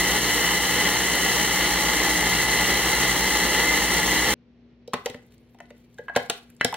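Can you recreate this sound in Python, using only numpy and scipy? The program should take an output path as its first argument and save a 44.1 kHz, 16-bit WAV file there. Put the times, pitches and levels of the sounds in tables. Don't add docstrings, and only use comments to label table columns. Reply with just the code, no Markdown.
import sys
import numpy as np
from scipy import signal
from scipy.fft import rfft, irfft, next_fast_len
from scipy.io import wavfile

SR = 44100
rng = np.random.default_rng(int(sys.argv[2]) if len(sys.argv) > 2 else 0)


def ratio(d):
    e = np.asarray(d, float) / 20
    return 10 ** e


def to_wav(s):
    ch = np.atleast_2d(s).T
    pcm = np.round(np.clip(ch, -1, 1) * 32767)
    wavfile.write(sys.argv[1], SR, pcm.astype(np.int16))


N = 298116
T = np.arange(N) / SR
SIZE = next_fast_len(N + SR)
HZ = np.fft.rfftfreq(SIZE, 1 / SR) + 1e-3


def rms_one(x):
    return x / np.sqrt(np.mean(x ** 2) + 1e-20)


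def at_hz(points, hz=HZ):
    points = np.array(points)
    return np.interp(np.log(hz), np.log(points[:, 0] + 1e-3), points[:, 1])


def filtered(x, response):
    return irfft(rfft(x, SIZE) * response, SIZE)[..., :N]


def band_pass(x, order, low_hz, high_hz):
    return signal.sosfilt(signal.butter(order, [low_hz, high_hz], "band", fs=SR, output="sos"), x)


def drift(rate_hz):
    r = np.exp(-80 * np.pi * rate_hz / SR)
    slow = signal.lfilter([1], [1, -2 * r, r * r], rng.standard_normal(N // 40 + 2002))[2000:]
    return np.interp(np.arange(N) / 40, np.arange(len(slow)), rms_one(slow))


def clicks_at(times, db):
    out = np.zeros(N)
    out[(np.asarray(times) * SR).astype(int)] = ratio(db)
    return out


def ring(clicks, hz, t60):
    r, w = ratio(-60 / (t60 * SR)), 2 * np.pi * hz / SR
    return signal.lfilter([0, np.sin(w)], [1, -2 * r * np.cos(w), r * r], clicks + 1e-18)


def grains(per_s, spread_db):
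    sizes = ratio(spread_db * np.minimum(rng.exponential(1, N), 4)) * rng.choice([-1, 1], N)
    return rms_one(sizes * (rng.random(N) < per_s / SR))


def burst(times, db, low_hz, high_hz, t60):
    dying = signal.lfilter([1], [1, -ratio(-60 / (t60 * SR))], clicks_at(times, db) + 1e-18)
    dying = signal.lfilter([.04], [1, -.96], dying)
    noise = band_pass(dying * rng.standard_normal(N), 2, low_hz, min(high_hz, 19000))
    return noise * np.sqrt(SR / 2 / (high_hz - low_hz))


# pitch_hz, lead_rad
PORT_LEAD = [(0, 0), (1380, -0.3), (1640, -0.2), (2760, -0.6), (3360, -0.1), (3960, -0.1), (4310, -0.4),
             (4820, -3.0), (5600, -3.8), (7490, -4.3), (9130, -4.9), (9990, -5.2), (11200, -6.3),
             (16600, -6.3)]
# pitch_hz, level_db
PORT_TILT = [(60, 0.0), (110, 0.5), (200, 1.0), (380, 1.5), (700, 1.5), (1290, 1.0), (2380, 1.0),
             (4400, 0.0), (8120, 0.0), (15000, 0.0)]


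def ports():
    return np.exp(.5j * np.interp(HZ, *np.transpose(PORT_LEAD))) * ratio(.5 * at_hz(PORT_TILT))


# start_s, speed_turns_per_s
MOTOR_SPEED = [
    (0.0, 61.6),
    (0.15, 61.3),
    (0.55, 60.7),
    (1.0, 60.9),
    (1.55, 61.1),
    (1.8, 61.7),
    (2.55, 61.97),
    (3.35, 62.15),
    (4.15, 61.9),
]
# start_s, lift_db
HARD_CHUNKS = [
    (0.008, 0.5),
    (4.295, 2),
]
# multiple_of_shaft_rate, level_db (rms), wobble_db
HUM_LINES = [(1.99, -47, 4), (2.965, -41, 0.5), (4.02, -54.5, 0), (4.986, -39.5, 2.5), (5.926, -47, 2),
             (8.07, -47.5, 4.5), (32.05, -41, 5.5), (33.1, -36.5, 3.5)]
# pitch_hz, level_db (per Hz)
ROAR_COLOUR = [(35, -29.5), (60, -16), (90, -13.5), (140, -17), (165, -5.5), (260, -7), (440, -4),
               (620, -10.5), (830, -7), (1520, -10.5), (2000, -5.5), (3080, -7.5), (4160, -11), (5200, -17)]
# pitch_hz, level_db (per Hz)
HISS_COLOUR = [(3500, -17), (5000, -2.5), (6000, -1), (8000, -2.5), (10000, -4.5), (12000, -8.5),
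               (15700, -6.5)]
# pitch_hz, width_hz, lift_db
HOUSING_MODES = [(167.4, 6.8, 5), (846.6, 48, 8), (1434, 24, 5), (1532, 99, -5.5), (1817, 320, 5.5),
                 (2012, 86, 9), (2084, 20, 6), (2449, 304, -11), (2860, 60, 3.5), (3144, 260, 3),
                 (3540, 250, -6.5), (4194, 250, 4), (5800, 1100, 4), (6585, 120, 10.5), (8550, 73, 11)]
# pitch_hz, level_db
WALL_SCATTER = [(60, -35.5), (200, -27), (600, -22), (1300, -6), (2500, -9), (4500, -4), (7000, -5),
                (11000, -2)]


def motor_hum(turns, shaft):
    easy_turns, labour_turns = 61.35, 61.05
    labour = np.clip((easy_turns - turns) / (easy_turns - labour_turns), 0, 1)
    hum = ratio(-43) * np.sin(shaft)
    hum = hum + ratio(-40.5 - 8 * labour) * np.sin(.869 * shaft)
    for k, db, wobble_db in HUM_LINES:
        phase = k * shaft + (0.32 + 0.046 * k) * drift(3.5)
        hum = hum + ratio(db + wobble_db * drift(2.0 + 0.097 * k)) * np.sin(phase)
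    slots = 49.95 * shaft + 0.5 * drift(5.0)
    whine_left = np.clip((61.75 - turns) / .4, 0, 1)
    whine = np.sin(slots) + ratio(-4) * np.sin(.96 * slots)
    return hum + ratio(-37.5 + 1.5 * drift(4.8)) * whine_left * whine


def processor():
    turns = np.interp(T, *np.transpose(MOTOR_SPEED))
    shaft = 2 * np.pi * np.cumsum(turns) / SR
    hum = motor_hum(turns, shaft)

    lift_db = sum(db / (1 + (2 * (HZ - hz) / width) ** 2) for hz, width, db in HOUSING_MODES)
    housing = np.array([ratio(lift_db), ratio(.3 * lift_db + at_hz(WALL_SCATTER))])
    throb = 0.081 * np.sin(shaft) + 0.019 * np.sin(.869 * shaft) + 0.064 * np.sin(2 * np.pi * 120 * T)
    straight_only = [[1], [0]]

    chatter = rng.standard_normal((2, N)) + 0.66 * grains(1500, spread_db=1.5) * straight_only
    chatter = chatter * (1 + throb) * ratio(0.89 * drift(16))
    roar = filtered(chatter, ratio(at_hz(ROAR_COLOUR)) * housing / (1 + (HZ / 5600) ** 8))

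    air = rng.standard_normal((2, N)) + .4 * grains(900, spread_db=4.5) * straight_only
    air = air * (1 + 1.1 * throb) * ratio(0.75 * drift(26))
    hiss = filtered(air, ratio(at_hz(HISS_COLOUR)) * housing * (HZ < 15800))

    chunk_db = sum(db * np.exp(-((T - s) / 0.036) ** 2) for s, db in HARD_CHUNKS)
    noise = ratio(-25.5 + chunk_db) * rms_one(roar) + ratio(-30.4 + .3 * chunk_db) * rms_one(hiss)
    straight, scattered = noise
    straight = straight + np.sqrt(2) * hum
    step = ports()
    return filtered(np.array([straight + scattered, straight - scattered]), np.array([step, 1 / step]))


# pitch_hz, level_db (rms)
FRIDGE_LINES = [(60, -67.5), (120, -65.5), (240, -57), (335, -74.5), (407, -74.5), (500, -77.5)]
# pitch_hz, level_db (per Hz)
AIR_COLOUR = [(30, -25.5), (60, -8.5), (85, -9.5), (170, -4.5), (300, -11.5), (450, -13), (700, -23),
              (1300, -31.5), (2150, -29), (3000, -32.5), (4700, -38), (6000, -45), (9000, -76),
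              (12000, -88)]


def kitchen_floor():
    fridge = 0
    for hz, db in FRIDGE_LINES:
        fridge = fridge + np.sqrt(2) * ratio(db + 1.9 * drift(2.8)) * np.sin(2 * np.pi * hz * T)
    mid, side = rng.standard_normal((2, N)) * ratio(0.7 * drift(8))
    side = filtered(side, HZ / (HZ + 1200))
    air = filtered(np.array([mid + side, mid - side]), ratio(at_hz(AIR_COLOUR)))
    return fridge * ratio(np.array([[1.3], [-1.3]])) + ratio(-59) * rms_one(air)


# start_s, level_db (peak), pitch_hz, t60_s
EDGE_CATCHES = [(4.876, -39.5, 4200, 0.018), (4.928, -42, 2600, 0.017), (5.265, -55, 12500, .012),
                (5.345, -55, 12000, .012), (5.508, -63, 13000, .01), (5.78, -55, 11000, .01),
                (5.38, -53, 6000, .01), (5.655, -50, 3300, .01), (5.928, -60, 4200, 0.014),
                (5.943, -51, 6000, 0.013), (5.979, -52, 2500, 0.016), (6.147, -32.5, 895, .03),
                (6.152, -30, 2500, 0.067), (6.5, -47, 9000, 0.018), (6.502, -48.5, 2000, .015),
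                (6.549, -57, 10000, .01), (6.565, -50, 6500, .015), (6.598, -47, 2400, 0.056),
                (6.7253, -36, 8500, .012), (4.878, -51, 11000, .015), (6.606, -37, 2300, 0.072)]
# start_s (at full effort), hold_s, level_db (wet hiss)
PASTE_STROKES = [
    (5.043, .02, -56.5),
    (6.212, .19, -58.5),
    (6.747, .05, -52.5),
]


def spoon_drag():
    ticks = sum(burst([s], db - 2.5, hz / 1.35, hz * 1.5, t60) for s, db, hz, t60 in EDGE_CATCHES)

    rest_db, rise_db_per_s, fall_db_per_s = -72, 128, 59
    wet_db = rest_db
    for s, hold, db in PASTE_STROKES:
        rise_db = rise_db_per_s * np.maximum(s - T, 0)
        fall_db = fall_db_per_s * np.maximum(T - s - hold, 0)
        wet_db = np.maximum(wet_db, db - rise_db - fall_db)
    wet = grains(3000, spread_db=1.0) * ratio(6.4 * drift(25))
    slide = signal.sosfilt(signal.butter(1, [1200, 5000], "band", fs=SR, output="sos"), wet)

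    dry_grains = grains(2500, spread_db=4.5) * ratio(4.0 * drift(14))
    rustle = 0
    for low, high in [(5500, 8500), (8500, 11500), (11500, 15000)]:
        rustle = rustle + band_pass(dry_grains * ratio(4.5 * drift(5)), 2, low, high)
    rustle_db = -81.5 + 0.53 * (wet_db - rest_db)
    sliding = ratio(wet_db - 1) * rms_one(slide) + ratio(rustle_db) * rms_one(rustle)
    return ticks + sliding * (T > 4.92)


# start_s, level_db (peak), pitch_hz (main ring), spoon_ring_db, crack_db
BOWL_KNOCKS = [(4.878, -25, 453, -43, -31), (4.934, -17, 1130, -16, -14.5), (4.94, -18.5, 435, -7, -17.5),
               (5.059, -18, 477, -21, -11), (5.064, -23.5, 750, -25, -17), (5.099, -28, 444, -16.5, -14),
               (5.145, -27.5, 480, -7.5, -20), (5.546, -46, 766, -15, -17), (5.587, -51, 781, -6, -12),
               (5.603, -34.5, 700, -8.5, -16.5), (5.705, -34.5, 544, -12, -18),
               (5.985, -37.5, 785, -5, -14.5), (5.992, -26, 466, -23, -34), (6.083, -30, 1140, -0.5, -24),
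               (6.096, -29.5, 695, -7, -26), (6.161, -8, 538, -15, -17.5), (6.172, -18, 765, -26, -14),
               (6.298, -14.5, 377, -7.5, -9), (6.6114, -30.5, 613, 11, -8.5), (6.646, -13, 510, -17.5, -8),
               (6.726, -19, 860, -10.5, -26), (6.741, -25.5, 756, -3, -8.5)]
# delay_s, loss_db, pitch_hz (main ring), spoon_ring_db, crack_db
SECOND_LANDING = (.0025, -6, 701, -42, -13)
# pitch_hz, level_db, t60_s
BOWL_MODES = [(414, -0.5, 0.02), (491, -3, 0.085), (581, -7.5, 0.092), (693, -5, 0.058), (787, -3, .06),
              (863, -4, 0.056), (919, -1, 0.046), (1053, 4, 0.042), (1260, 1, 0.032)]
# pitch_hz, level_db, t60_s, need_of_flat_blow (share of spoon_ring_db)
SPOON_MODES = [(1493, -9.5, 0.048, 1.1), (1842, -6, 0.036, 0.98), (1990, -2.5, .045, 0.97),
               (2170, -10, 0.044, 1.2), (2640, -9, 0.046, 1.3), (2980, -9, 0.03, 1.2),
               (4090, -23, 0.018, 1.9)]
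# start_s, level_db
BOWL_SHOVES = [(4.935, -32.5), (4.94, -47), (5.059, -56), (5.1, -47.5), (5.144, -43), (5.546, -61),
               (5.704, -58), (5.992, -59), (6.161, -30), (6.297, -53), (6.646, -29), (6.726, -60)]
# low_hz, high_hz, level_db, dullness (extra loss of soft blows, dB per dB), t60_s
CLATTER_BANDS = [(977, 2400, -1, .1, 0.03002), (2400, 3920, 4.5, 0.099, 0.018),
                 (3970, 8500, 6.5, 0.73, .012), (9000, 24000, -3.5, 0.48, 0.011)]


def spoon_knocks():
    delay_s, loss_db, *landing = SECOND_LANDING
    again = [(s + delay_s, db + loss_db, *landing) for s, db, *_ in BOWL_KNOCKS if db > -18]
    s, peak_db, main_hz, spoon_db, crack_db = np.transpose(BOWL_KNOCKS + again)
    luck_db = 2.0 * rng.standard_normal((len(s), 20))

    bowl = 0
    for k, (hz, db, t60) in enumerate(BOWL_MODES):
        mode_db = peak_db + db - 31 * abs(np.log2(hz / main_hz)) + luck_db[:, k]
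        bowl = bowl + ring(clicks_at(s, mode_db) * np.sign(k % 2 - .5), hz, t60)

    shove_s, shove_db = np.transpose(BOWL_SHOVES)
    thump = ring(clicks_at(shove_s + 0.0035, shove_db + 7.0), 248, 0.044)
    thump = thump + ring(clicks_at(shove_s + .002, shove_db), 118, 0.072)

    spoon = 0
    for k, (hz, db, t60, flat) in enumerate(SPOON_MODES):
        mode_db = peak_db + flat * spoon_db + db + luck_db[:, 10 + k]
        spoon = spoon + ring(clicks_at(s, mode_db), hz, t60)
    spoon = signal.lfilter([.3], [1, -.8], spoon) * (1 + 0.56 * drift(30))

    clatter = 0
    for low, high, db, dull, t60 in CLATTER_BANDS:
        clatter = clatter + burst(s, peak_db + crack_db + db + dull * (crack_db + 12), low, high, t60)
    snap = band_pass(clicks_at(s, peak_db + crack_db + 11.5), 2, 1800, 7000)
    soft = signal.lfilter([.04], [1, -1.6, .64], bowl + thump) * 1.2
    return signal.sosfilt(signal.butter(2, 90, "high", fs=SR, output="sos"), soft + spoon + clatter + snap)


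# start_s, level_db
BLADE_TAPS = [
    (5.984, -33.5),
    (6.083, -27.5),
    (6.097, -29),
    (6.16, -19),
    (6.61, -16.5),
    (6.647, -23),
    (6.742, -34.5),
]
# pitch_hz, t60_s
SPOON_BLADE = [(1625, 0.056), (1675, .16)]


def spoon_rings():
    s, db = np.transpose(BLADE_TAPS)
    out = 0
    for (hz, t60), mode_db in zip(SPOON_BLADE, (0, -16.5)):
        taps = clicks_at(s, db + mode_db)
        out = out + 1.31 * (ring(taps, hz, t60) - ring(taps, hz, 0.0091))
    return out * (1 + 0.38 * drift(27))


# pitch_hz, t60_s, level_db
ROOM_TAIL = [(100, 0.25, 3), (500, 0.27, -2), (1500, .38, -1), (4000, 0.27, 0.5), (8100, 0.14, -10.5),
             (14000, 0.25, -4)]


def heard(x, wet_db):
    age = np.arange(SR // 2) / SR
    tail = np.zeros((2, SR // 2))
    tail_level = np.array(ROOM_TAIL)[:, ::2]
    for low in 80 * 2 ** np.arange(8):
        band = band_pass(rng.standard_normal((2, SR // 2)), 2, low, min(2 * low, 20000))
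        decay_db = at_hz(tail_level, 1.4 * low) - 60 * age / at_hz(ROOM_TAIL, 1.7 * low)
        tail += band * ratio(decay_db) * np.clip(age / 0.001 - .5, 0, 1)
    mid, side = rfft(tail / np.sqrt(np.sum(tail[0] ** 2)), SIZE)
    side = side * HZ / (HZ + 1500) * 1.6
    half = ports()
    left = half * (1 + ratio(wet_db) * (mid + side))
    right = (1 + ratio(wet_db) * (mid - side)) / half
    return filtered(x, np.array([left, right]))


def scene():
    change_s = 4.341
    running = np.clip((change_s - T) / .0015, 0, 1)
    machine = processor() * running
    floor = kitchen_floor()
    spoon = heard(spoon_drag() + spoon_knocks() + spoon_rings(), wet_db=-12.5)
    return machine + (spoon + floor) * (T > change_s)


def top_cut(x):
    return signal.sosfilt(signal.butter(12, 17030, fs=SR, output="sos"), x)


def record(dry):
    dropout = 1 - .997 * np.exp(-((HZ - 4875) / 110) ** 4)
    mid = filtered(dry[0] + dry[1], dropout / (1 + (HZ / 16300) ** 80))
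    side = filtered(dry[0] - dry[1], 1 / (1 + (HZ / 10900) ** 60))
    return top_cut(.5 * np.array([mid + side, mid - side]))


dry = scene()
out = record(dry)
to_wav(out)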